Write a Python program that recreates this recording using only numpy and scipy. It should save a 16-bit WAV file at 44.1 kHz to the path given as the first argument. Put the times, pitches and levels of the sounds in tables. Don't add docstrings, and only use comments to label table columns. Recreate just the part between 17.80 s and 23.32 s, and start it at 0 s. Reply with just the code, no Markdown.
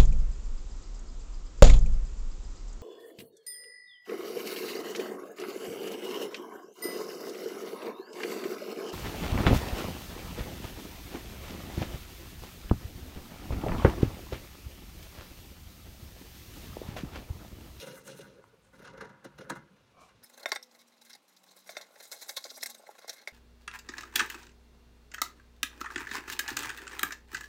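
import sys
import numpy as np
from scipy import signal
from scipy.fft import rfft, irfft
from scipy.io import wavfile

SR = 44100
rng = np.random.default_rng(int(sys.argv[2]) if len(sys.argv) > 2 else 0)


def file_out(sig):
    cols = np.atleast_2d(sig).T
    lim = np.clip(cols, -1, 1)
    pcm = np.round(lim * 32767).astype(np.int16)
    wavfile.write(sys.argv[1], SR, pcm)


N = 243515

# f/Hz, level/dB, t60/s
CAN_MODES = [(148, 5.5, 0.079), (200.5, 7.5, 0.056), (274, 0, 0.052), (343, -2.5, 0.091), (459, 2.5, 0.064),
             (529.5, 11.5, 0.051), (963, 0, 0.26), (1080, -21, 0.071), (1466, 3, 0.039), (1610, 8, 0.0073),
             (2048, 0, 0.031), (2870, 0, 0.064), (4200, -2, 0.005), (5900, -26, 0.037), (6650, -7, 0.042),
             (8770, -18, 0.017), (9600, -22, 0.02)]
# f/Hz, rubbed level/dB, t60/s, struck level/dB
LID_MODES = [(442, -14.5, 0.033, -7), (505.6, -73, 1.38, -20.5), (580, -0.5, 0.044, -0.5),
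             (679, 1.5, 0.03, 4), (836, 6.5, 0.021, -2), (1082, -0.5, 0.038, -9), (1440, -1.5, 0.022, -1),
             (1624, -14, 0.09, -9), (1790, -7, 0.0099, 14.5), (2132, -10.5, 0.051, 9),
             (1990, -17.5, 0.5, -22), (2174, -0.5, 0.014, 11.5), (2700, -15, 0.017, -1.5),
             (3380, -26, 0.036, -8), (3650, -22, 0.055, 4.5), (3950, 10.5, 0.012, 5.5),
             (4185, 13.5, 0.0098, -1), (4620, -9, 0.025, 3.5), (4894, 9.5, 0.0049, -7),
             (5200, -1.5, 0.0047, 6), (5353, 0, 0.013, 11), (5690, 5, 0.021, 6.5), (6190, 5, 0.011, -5.5),
             (6800, 1.5, 0.024, -21), (7330, -5.5, 0.00075, -23), (8310, -14, 0.057, -3),
             (8840, -20, 0.018, -25), (10520, -15, 0.017, -23), (11460, -11.5, 0.032, -18),
             (12600, -9, 0.0068, -23)]
LID_EDGES_HZ = [400, 1500, 3100, 7000, 15900]
# t/s, strength/dB, tilt/(dB/octave), long rings/dB, rim rings/dB
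LID_KNOCKS = [(2.6579, -12, -3.5, -5.5, 6), (2.718, -7.5, 3, -1, -6), (2.7585, -21, 0.5, -2, 8),
              (2.827, -51.5, 16, -10, -5), (3.331, -48.5, 15, 1, -7.5), (3.892, -25.5, -1.5, -3, 5),
              (3.968, -17, -2.5, -21, 3.5), (4.573, -35, 3, 16, -10), (4.64, -37.5, 10, -8, -13),
              (4.704, -48, 4, -9, 0), (4.829, -18.5, 2.5, -24, -12), (4.859, -24, 5.5, -2, -8),
              (4.983, -63, 13.5, -16, 12), (5.294, -25, 7.5, -12, -12), (5.4742, -18, -1, -11, -4)]


def from_db(db):
    return 10 ** (np.asarray(db) / 20)


def rms_one(x):
    return x / np.sqrt(np.mean(x ** 2) + 1e-20)


def butter(x, order, f_hz, kind):
    return signal.sosfilt(signal.butter(order, f_hz, kind, fs=SR, output="sos"), x)


def in_time(rows):
    t_s, *columns = np.transpose(rows)
    return [np.interp(np.arange(N) / SR, t_s, c, left=-200, right=-200) for c in columns]


def drift(rate_hz):
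    r = np.exp(-2 * np.pi * rate_hz * 40 / SR)
    noise = rng.standard_normal(N // 40 + 2002)
    slow = signal.lfilter([1], [1, -2 * r, r * r], noise)[2000:]
    return np.interp(np.arange(N) / 40, np.arange(len(slow)), rms_one(slow))


def ring(x, f_hz, t60_s):
    r = from_db(-60 / (t60_s * SR))
    w = 2 * np.pi * f_hz / SR
    return signal.lfilter([0, np.sin(w)], [1, -2 * r * np.cos(w), r * r], x + 1e-18)


def coloured(spectrum):
    f_hz = np.maximum(np.arange(N // 2 + 1) * SR / N, 1)
    at_hz, level_db = np.transpose(spectrum)
    gain = from_db(np.interp(np.log(f_hz), np.log(at_hz), level_db))
    return rms_one(irfft(rfft(rng.standard_normal(N)) * gain, N))


def grains(per_s, spread_db):
    sizes = from_db(spread_db * np.minimum(rng.exponential(1, N), 4)) * rng.standard_normal(N)
    return rms_one(sizes * (rng.random(N) < per_s / SR))


def swell(t_s, rise_s, hold_s, fade_s, shape):
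    t = np.arange(-SR // 20, SR // 5) / SR
    rise = -(t / max(rise_s, 2e-4)) ** 2
    fade = -(np.maximum(t - hold_s, 0) / max(fade_s, 1e-3)) ** shape
    height = np.exp(np.where(t < 0, rise, fade))
    at = np.round((t_s + t) * SR).astype(int)
    inside = (at >= 0) & (at < N)
    return at[inside], height[inside]


def steady(rows, follows, zone_db):
    return np.array(in_time(rows))[follows] + np.array(zone_db)[:, None]


def pressure(events, rises_s, hold_share, zone_db, colour_shares, fade_shares, steady_db, shape):
    force = from_db(steady_db)
    for (t_s, db, *colour_db, fade_s), rise_s in zip(events, rises_s):
        levels_db = db + np.array(zone_db) + np.array(colour_db) @ colour_shares
        for zone, level_db, fade_share in zip(force, levels_db, fade_shares):
            at, height = swell(t_s, rise_s, hold_share * fade_s, fade_s * fade_share, shape)
            zone[at] += from_db(level_db) * height
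    return force


def rubbed(force, edges_hz, modes, grit, bare_db, wander_db):
    out = 0
    for push, low, high, open_db in zip(force, edges_hz, edges_hz[1:], bare_db):
        drive = push * grit
        sound = from_db(open_db) * np.sqrt(SR / 2 / (high - low)) * drive
        power = from_db(2 * open_db)
        for f_hz, db, t60_s in modes:
            if low <= f_hz < high:
                even = np.sqrt(4 * np.log(1000) / (t60_s * SR))
                wander = from_db(db + wander_db * drift(17.0))
                sound = sound + even * ring(wander * drive, f_hz, t60_s)
                power += from_db(2 * db)
        out = out + butter(sound, 3, [low, high], "band") / np.sqrt(power)
    return out


def can():
    edges_hz = [115, 370, 700, 2300, 6500, 9500, 15900]
    # crest t/s, base level/dB, weight/dB, grit/dB, base fade/s
    bumps = [(0.008, -51, 2, 8, 0.013), (0.026, -29.5, 1.5, -16, 0.011), (0.07, -22, -14, -21, 0.019),
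             (0.11, -37.5, -4, -5, 0.011), (0.178, -34, 0, -11, 0.011), (0.279, -28, 1, -5, 0.01),
             (0.298, -55.5, 8, 23, 0.033), (0.345, -36, 2, -17, 0.016), (0.392, -24, 2, -17, 0.0082),
             (0.416, -50.5, 14, 16.5, 0.0089), (0.585, -41.5, -11, -36, 0.027), (0.718, -48.5, 7, -42, 0.1),
             (0.85, -84, -2, 41, 0.016), (0.933, -47, 9, 1.5, 0.11), (0.994, -32.5, -9, -9, 0.045),
             (1.025, -39, 19, -10, 0.031), (1.051, -32, -25, -1, 0.024), (1.078, -34, -22, -2, 0.007),
             (1.137, -37, -7, -14, 0.016), (1.179, -31.5, 6, -9.5, 0.015), (1.212, -22.5, -16, -8, 0.024),
             (1.25, -46, 20, -7, 0.03), (1.296, -33, -12, -12.5, 0.011), (1.449, -27.5, 4.5, -4.5, 0.02),
             (1.588, -31.5, 14.5, -5.5, 0.013), (1.612, -29, -5, -13.5, 0.034), (1.702, -35, 4, 18, 0.012),
             (1.725, -48, 0, 5, 0.018), (1.758, -40.5, 6, 3.5, 0.014), (1.769, -43.5, 16, 3.5, 0.024),
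             (1.969, -65, 0, 11, 0.024), (2.04, -84, 0, 13, 0.008), (2.291, -73, -2, 27, 0.008),
             (2.36, -80, 0, 27, 0.008)]
    # t/s, body/dB, mid/dB, treble/dB (before the zone offsets)
    drag = [(0.0, -44, -45, -46), (0.014, -52.5, -51, -47.5), (0.04, -46, -52, -57),
            (0.17, -55.5, -53.5, -54.5), (0.19, -57, -61, -58.5), (0.23, -58.5, -67, -70),
            (0.25, -55, -59, -57), (0.276, -52.5, -52, -52), (0.36, -56.5, -69, -64),
            (0.376, -59, -48, -56), (0.394, -59, -65, -60), (0.5, -56, -65.5, -75.5),
            (0.56, -58.5, -68, -76.5), (0.726, -68.5, -80, -77.5), (0.988, -77, -93, -77),
            (1.098, -56.5, -85, -87), (1.162, -55, -87, -85), (1.282, -61.5, -89, -98),
            (1.506, -64.5, -98, -83), (1.648, -55.5, -67, -77), (1.8, -61.5, -102, -90),
            (1.958, -69.5, -72.5, -83.5), (2.44, -67.5, -72, -88)]
    bump_zone_db = [-25, -21, -20.5, -23.5, -27.5, -32.5]
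    weight_shares = [1.0, 0.28, 0.0, 0.038, 0.1, 0.37]
    grit_shares = [0.71, -0.083, 0.77, 0.95, 0.98, 0.91]
    fade_shares = [0.83, 0.33, 0.6, 0.58, 0.2, 0.12]
    drag_zone_db = [-4.5, -5.5, -9.5, -6, -5, -4.5]
    drag_follows = [0, 0, 0, 1, 2, 2]
    rise_s, hold_share, lag_s = 0.0055, 0.21, 0.0019
    tick_s, tick_db = 0.641, -44.5

    force = pressure(bumps, [rise_s] * len(bumps), hold_share, bump_zone_db,
                     [weight_shares, grit_shares], fade_shares,
                     steady(drag, drag_follows, drag_zone_db), shape=0.64)
    force = force * from_db(0.56 * drift(56))
    late = np.exp(-1 / (lag_s * SR))
    force[:2] = signal.lfilter([1 - late], [1, -late], force[:2])
    force = force * from_db([2.8 * drift(16.6) for zone in force])
    sound = rubbed(force, edges_hz, CAN_MODES, grains(16000, 1.0),
                   bare_db=[1.8, 0.53, 1.2, 7.7, 4.1, 2.6], wander_db=2.0)
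    sound = butter(butter(sound, 2, 140, "high"), 1, 13000, "low")

    click = np.zeros(N)
    click[round(tick_s * SR)] = from_db(tick_db)
    tick = ring(click, 1040, 0.012) + from_db(-7) * ring(click, 1280, 0.015)
    return tick + sound


def landings():
    # t/s, thump drive/dB, crack/dB
    blows = [(1.214, -46.5, -55), (1.451, -44, -61), (1.7, -50, -38), (1.706, -37, -63), (1.721, -40, -55)]
    padded_hz = [200, 430]
    # f/Hz, t60/s
    edge = (4170, 0.021)
    t_s, thump_db, crack_db = np.transpose(blows)
    at = np.round(t_s * SR).astype(int)
    crack = np.zeros(N)
    crack[at] = from_db(crack_db)
    thump = 0
    luck_db = rng.normal(0, 2, (len(t_s), len(CAN_MODES)))
    for k, (f_hz, level_db, t60_s) in enumerate(CAN_MODES):
        click = np.zeros(N)
        click[at] = from_db(thump_db + level_db + luck_db[:, k])
        thump = thump + ring(click, f_hz, t60_s) * (-1) ** k
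    return butter(thump, 2, padded_hz, "band") + ring(crack, *edge)


def shut():
    # t/s, rim tones/dB, hiss/dB
    push = [(2.11, -86, -95), (2.172, -64.5, -99), (2.21, -61.5, -66), (2.266, -66, -70.5),
            (2.36, -86, -90)]
    # f/Hz, bandwidth/Hz, level/dB
    rim_modes = [(750, 69, -2), (1120, 150, 1.5), (2320, 39, -5)]
    rub = grains(3000, 1.2)
    tone_db, hiss_db = in_time(push)
    tones = 0
    for f_hz, width_hz, db in rim_modes:
        t60_s = np.log(1000) / (np.pi * width_hz)
        tones = tones + from_db(db) * rms_one(ring(rub, f_hz, t60_s))
    hiss = butter(grains(17000, 1.5), 2, [2500, 8500], "band")
    return from_db(tone_db) * tones + from_db(hiss_db) * rms_one(hiss)


def brush():
    # crest t/s, base level/dB, lid body/dB, bristle tips/dB, base fade/s
    strokes = [(2.432, -45, 7.5, -8, 0.005), (2.499, -46.5, 10.5, 3, 0.0036), (2.5396, -43, 4, 1, 0.0047),
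               (2.578, -36.5, 5, 4, 0.004), (2.599, -39, -16, 1, 0.0056), (2.634, -37.5, 11, 1, 0.003),
               (2.659, -36.5, 15, 2, 0.0059), (2.682, -39, 17, -2, 0.0057), (2.691, -36.5, -3, 6, 0.0051),
               (2.708, -42, -9, -7, 0.003), (2.719, -21, 9.5, -4, 0.0076), (2.752, -34, -4, 6, 0.0026),
               (2.76, -25, 13, -8, 0.0038), (2.829, -39.5, -21, 3, 0.0072), (2.9154, -51.5, -3, -2, 0.017),
               (2.9477, -48.5, 6, 6, 0.0089), (2.9906, -46.5, -14, 2, 0.014),
               (3.0144, -52.5, 0, -1, 0.0075), (3.0734, -53.5, -11, 0, 0.012), (3.1246, -55, 0, -7, 0.014),
               (3.17, -60, -4, -6, 0.008), (3.1824, -54, -12, -7, 0.008), (3.2166, -39.5, -10, -2, 0.01),
               (3.252, -40.5, -6, 1, 0.019), (3.2993, -34, -4.5, -4, 0.0093), (3.3338, -33, -7, -8, 0.0045),
               (3.353, -37, -2, -3, 0.0041), (3.4835, -48, -5, -4, 0.019), (3.527, -64, -13, 0, 0.008),
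               (3.5682, -42, -26, -3, 0.0084), (3.639, -44, 0, 3, 0.0024), (3.6656, -47, -13, -9, 0.018),
               (3.7135, -44, 3.5, -5, 0.0054), (3.7645, -53.5, 7, 14, 0.012), (3.8656, -40, 0, -0.5, 0.029),
               (3.8936, -32.5, -6, -2.5, 0.013), (3.9524, -40.5, 8.5, -12, 0.006),
               (3.9724, -31.5, 3, -3.5, 0.011), (4.0144, -34, -5, -7, 0.011), (4.161, -39, 7, -28, 0.0032),
               (4.189, -49, -13, -19, 0.0071), (4.2034, -38.5, 9, 0, 0.0072), (4.2304, -41, -13, 2, 0.016),
               (4.248, -46.5, -5, 5, 0.014), (4.3191, -27, -0.5, 3, 0.012), (4.413, -42.5, 4, 5, 0.01),
               (4.423, -33.5, 2, 9, 0.0068), (4.487, -29, -3.5, 5.5, 0.0095), (4.496, -23, -2, 0.5, 0.005),
               (4.5705, -15.5, -8.5, -1, 0.0061), (4.642, -21.5, -23, -4, 0.0055),
               (4.655, -35.5, 6.5, -1, 0.0085), (4.7025, -30, -16, -4, 0.008), (4.7645, -43, 0, 8, 0.0068),
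               (4.774, -42.5, 4.5, 7, 0.0075), (4.813, -33, -10, -9, 0.0094), (4.826, -36.5, -6, 9, 0.0039),
               (4.831, -15.5, -11, 3.5, 0.0045), (4.8603, -21.5, -4, 5, 0.0049),
               (4.894, -34, -12, -8, 0.005), (4.903, -27, -22, 1, 0.0058), (4.9492, -27, -12, -7, 0.0034),
               (4.9854, -62, -8, 1, 0.0054), (5.0684, -48, 15.5, 2, 0.01), (5.107, -44.5, 13, 1, 0.0099),
               (5.154, -57.5, 24, 2, 0.01), (5.185, -43, 11, -1.5, 0.011), (5.219, -45, 12.5, -7, 0.015),
               (5.244, -43, -10, -9, 0.011), (5.2814, -34.5, 6.5, 5, 0.01), (5.2938, -26, 3, 1.5, 0.0083),
               (5.3323, -39.5, 1, 4, 0.013), (5.3647, -50, 5, 8, 0.0098), (5.3852, -44, 5, -11, 0.0082),
               (5.418, -44, 9, 0, 0.0091), (5.476, -39, 16, 6.5, 0.0083), (5.482, -34, -5, -7, 0.0027)]
    # t/s, rasp/dB, lid body/dB (before the zone offsets)
    slide = [(2.44, -71, -59), (2.49, -72, -67.5), (2.62, -70.5, -49), (2.75, -75, -66), (3.0, -78, -67.5),
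             (3.55, -79.5, -70.5), (3.7, -70.5, -62), (3.8, -71.5, -64), (4.06, -73.5, -57.5),
             (4.21, -66, -60.5), (4.3, -64, -60), (4.37, -57.5, -53.5), (4.4, -63, -63), (4.46, -62, -52.5),
             (4.53, -57.5, -59.5), (4.56, -65, -56), (4.6, -63, -60), (4.63, -57.5, -58), (4.68, -62, -57),
             (4.76, -60, -62), (5.02, -68.5, -57.5), (5.3, -79, -75), (5.52, -78, -70)]
    # t/s, base level/dB
    thuds = [(3.934, -39), (4.005, -25), (4.056, -53), (4.085, -39), (4.106, -39), (4.142, -48),
             (4.504, -32), (4.58, -29), (4.651, -22.5), (4.715, -27), (4.777, -33), (4.997, -35),
             (5.039, -45), (5.091, -36), (5.245, -33), (5.404, -44)]
    stroke_zone_db = [-27, -23.5, -19.5, -21.5]
    body_shares = [1.0, 0.66, 0.032, 0.0]
    tip_shares = [0.0, 0.0, 0.0, 1.0]
    fade_shares = [0.63, 1.52, 0.94, 0.92]
    slide_zone_db = [-11, -16.5, -2.5, -1.5]
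    slide_follows = [1, 1, 0, 0]
    rise_s, knocked_rise_s, hold_share = 0.0041, 0.00039, 0.57
    thud_rise_s, thud_fade_s = 0.0011, 0.002

    since_knock_s = np.array(strokes)[:, :1] - np.array(LID_KNOCKS)[:, 0]
    knocked = np.any(np.abs(since_knock_s - 0.002) < 0.0022, axis=1)
    force = pressure(strokes, np.where(knocked, knocked_rise_s, rise_s), hold_share, stroke_zone_db,
                     [body_shares, tip_shares], fade_shares,
                     steady(slide, slide_follows, slide_zone_db), shape=0.9)
    for t_s, db in thuds:
        at, height = swell(t_s, thud_rise_s, 0, thud_fade_s, 0.66)
        force[0, at] += from_db(db - 17.0) * height
    force = force * from_db(0.4 * drift(48)) * from_db([2.3 * drift(47) for zone in force])
    sound = rubbed(force, LID_EDGES_HZ, [mode[:3] for mode in LID_MODES], grains(14000, 3.04),
                   bare_db=[4.9, 4.2, 2.1, 3.6], wander_db=4.0)
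    return sound - 0.78 * butter(sound, 1, [2550, 3400], "band")


def knocks():
    # low f/Hz, high f/Hz
    rim_bands_hz = [(3550, 3850), (8000, 8700)]
    chatter_s, hollow_db = 0.0029, 5
    t = np.arange(int(0.03 * SR)) / SR
    chatter, clicks = np.zeros((2, len(LID_KNOCKS), N))
    for row, click, (t_s, db, *_) in zip(chatter, clicks, LID_KNOCKS):
        i = round(t_s * SR)
        row[i:i + len(t)] = from_db(db) * rng.choice([-1, 1], len(t)) * np.exp(-t / chatter_s)
        click[i] = from_db(db)
    blows = from_db(-28.5) * clicks + from_db(-50.0) * chatter

    luck_db = rng.normal(0, 2, (len(LID_KNOCKS), len(LID_MODES)))
    tilt_db, long_db, rim_db = np.array(LID_KNOCKS)[:, 2:].T
    rings = np.zeros(N)
    for k, (f_hz, _, t60_s, db) in enumerate(LID_MODES):
        colour_db = tilt_db * np.log2(f_hz / 2000) + hollow_db * (f_hz < LID_EDGES_HZ[1])
        if t60_s > 0.2:
            colour_db = long_db
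        if any(low < f_hz < high for low, high in rim_bands_hz):
            colour_db = colour_db + rim_db
        strike = from_db(db + luck_db[:, k] + colour_db) @ blows
        rings += ring(strike, f_hz, t60_s) * (-1) ** k
    crack = butter(chatter.sum(axis=0), 3, [300, 7000], "band")
    return butter(rings + from_db(-17) * crack, 2, 240, "high")


def wire():
    # f/Hz, level/dB, t60/s
    bristle_modes = [(5141, -0.5, 0.22), (5290, -9, 0.065), (7757, -16, 0.084), (8500, -16, 0.13),
                     (9200, -8, 0.1), (9412, -7, 0.088), (9800, -2, 0.054), (10920, -1, 0.028),
                     (12600, -6, 0.088), (13600, -4, 0.065), (14400, -2, .04)]
    start_s, level_db, rattle_s, scratch_db = 2.435, -76, 0.013, 17
    t = np.arange(N) / SR - start_s
    rattle = from_db(level_db) * (t > 0) * np.exp(-(t / rattle_s) ** 2)
    sound = from_db(scratch_db) * butter(rattle * rng.standard_normal(N), 2, 8500, "high")
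    for f_hz, db, t60_s in bristle_modes:
        sound = sound + from_db(db) * ring(rattle * rng.standard_normal(N), f_hz, t60_s)
    return sound


def bee():
    # start t/s, length/s, first mean f/Hz, last mean f/Hz, mean level/dB
    flights = [(2.399, 0.96, 240.8, 231.5, -73.5), (3.503, 0.56, 187, 190, -72.5),
               (4.684, 0.33, 268.7, 217, -71.5), (5.03, 0.82, 237, 237.6, -84.5)]
    edge_s = 0.04
    t = np.arange(N) / SR
    waver, flutter_db = 1 + 0.004 * drift(10), 1.2 * drift(6)
    out = 0
    for start_s, length_s, first_hz, last_hz, db in flights:
        end_s = start_s + length_s
        f_hz = np.interp(t, [start_s, end_s], [first_hz, last_hz]) * waver
        phase = 2 * np.pi * np.cumsum(f_hz) / SR
        near = np.clip(np.minimum(t - start_s, end_s - t) / edge_s + 0.5, 0, 1)
        out = out + np.sqrt(2) * from_db(db + flutter_db) * near * np.sin(phase)
    return out


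def garage(x, t60_s):
    t = np.arange(int(0.4 * SR)) / SR
    tail = rng.standard_normal(len(t)) * from_db(-60 * t / t60_s) * (t > 0.006)
    tail = signal.lfilter([0.5], [1, -0.45], tail)
    return signal.fftconvolve(x, tail / np.sqrt(np.sum(tail ** 2)))[:N]


def garage_air():
    # f/Hz, relative density/dB
    air_spectrum = [(59, -31), (100, 15), (432, -1.5), (816, -0.5), (870, 0.5), (1150, 1.5), (1610, -8),
                    (2570, -3), (2910, -5), (4010, -8), (15900, -28)]
    # f/Hz, relative density/dB
    rumble_spectrum = [(15, -40), (25, -44), (54, 3.5), (146, -16), (179, -27), (200, -17), (260, -12.5),
                       (440, -120)]
    air_db, rumble_db = -68.5, -74
    air = from_db(air_db) * coloured(air_spectrum)
    return air + from_db(rumble_db + 5.5 * drift(3.8)) * coloured(rumble_spectrum)


def scene():
    work = can() + landings() + shut() + brush() + knocks() + wire()
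    reflections = from_db(-20) * garage(work, t60_s=0.2)
    return (work + reflections + bee() + garage_air())[None]


def record(dry):
    thin_from_s, bass_edge_hz, crossfade_s = 2.445, 212, 0.002
    preamp_db, cutoff_hz = -100, 15900
    thin = butter(dry, 5, bass_edge_hz, "high")
    share = np.clip((np.arange(N) / SR - thin_from_s) / crossfade_s, 0, 1)
    noise = signal.lfilter([1], [1, -0.98], rng.standard_normal(N))
    wet = dry + share * (thin - dry) + from_db(preamp_db) * rms_one(noise)
    return signal.sosfilt(signal.ellip(12, 0.5, 60, cutoff_hz, fs=SR, output="sos"), wet)


dry = scene()
out = record(dry)
file_out(out)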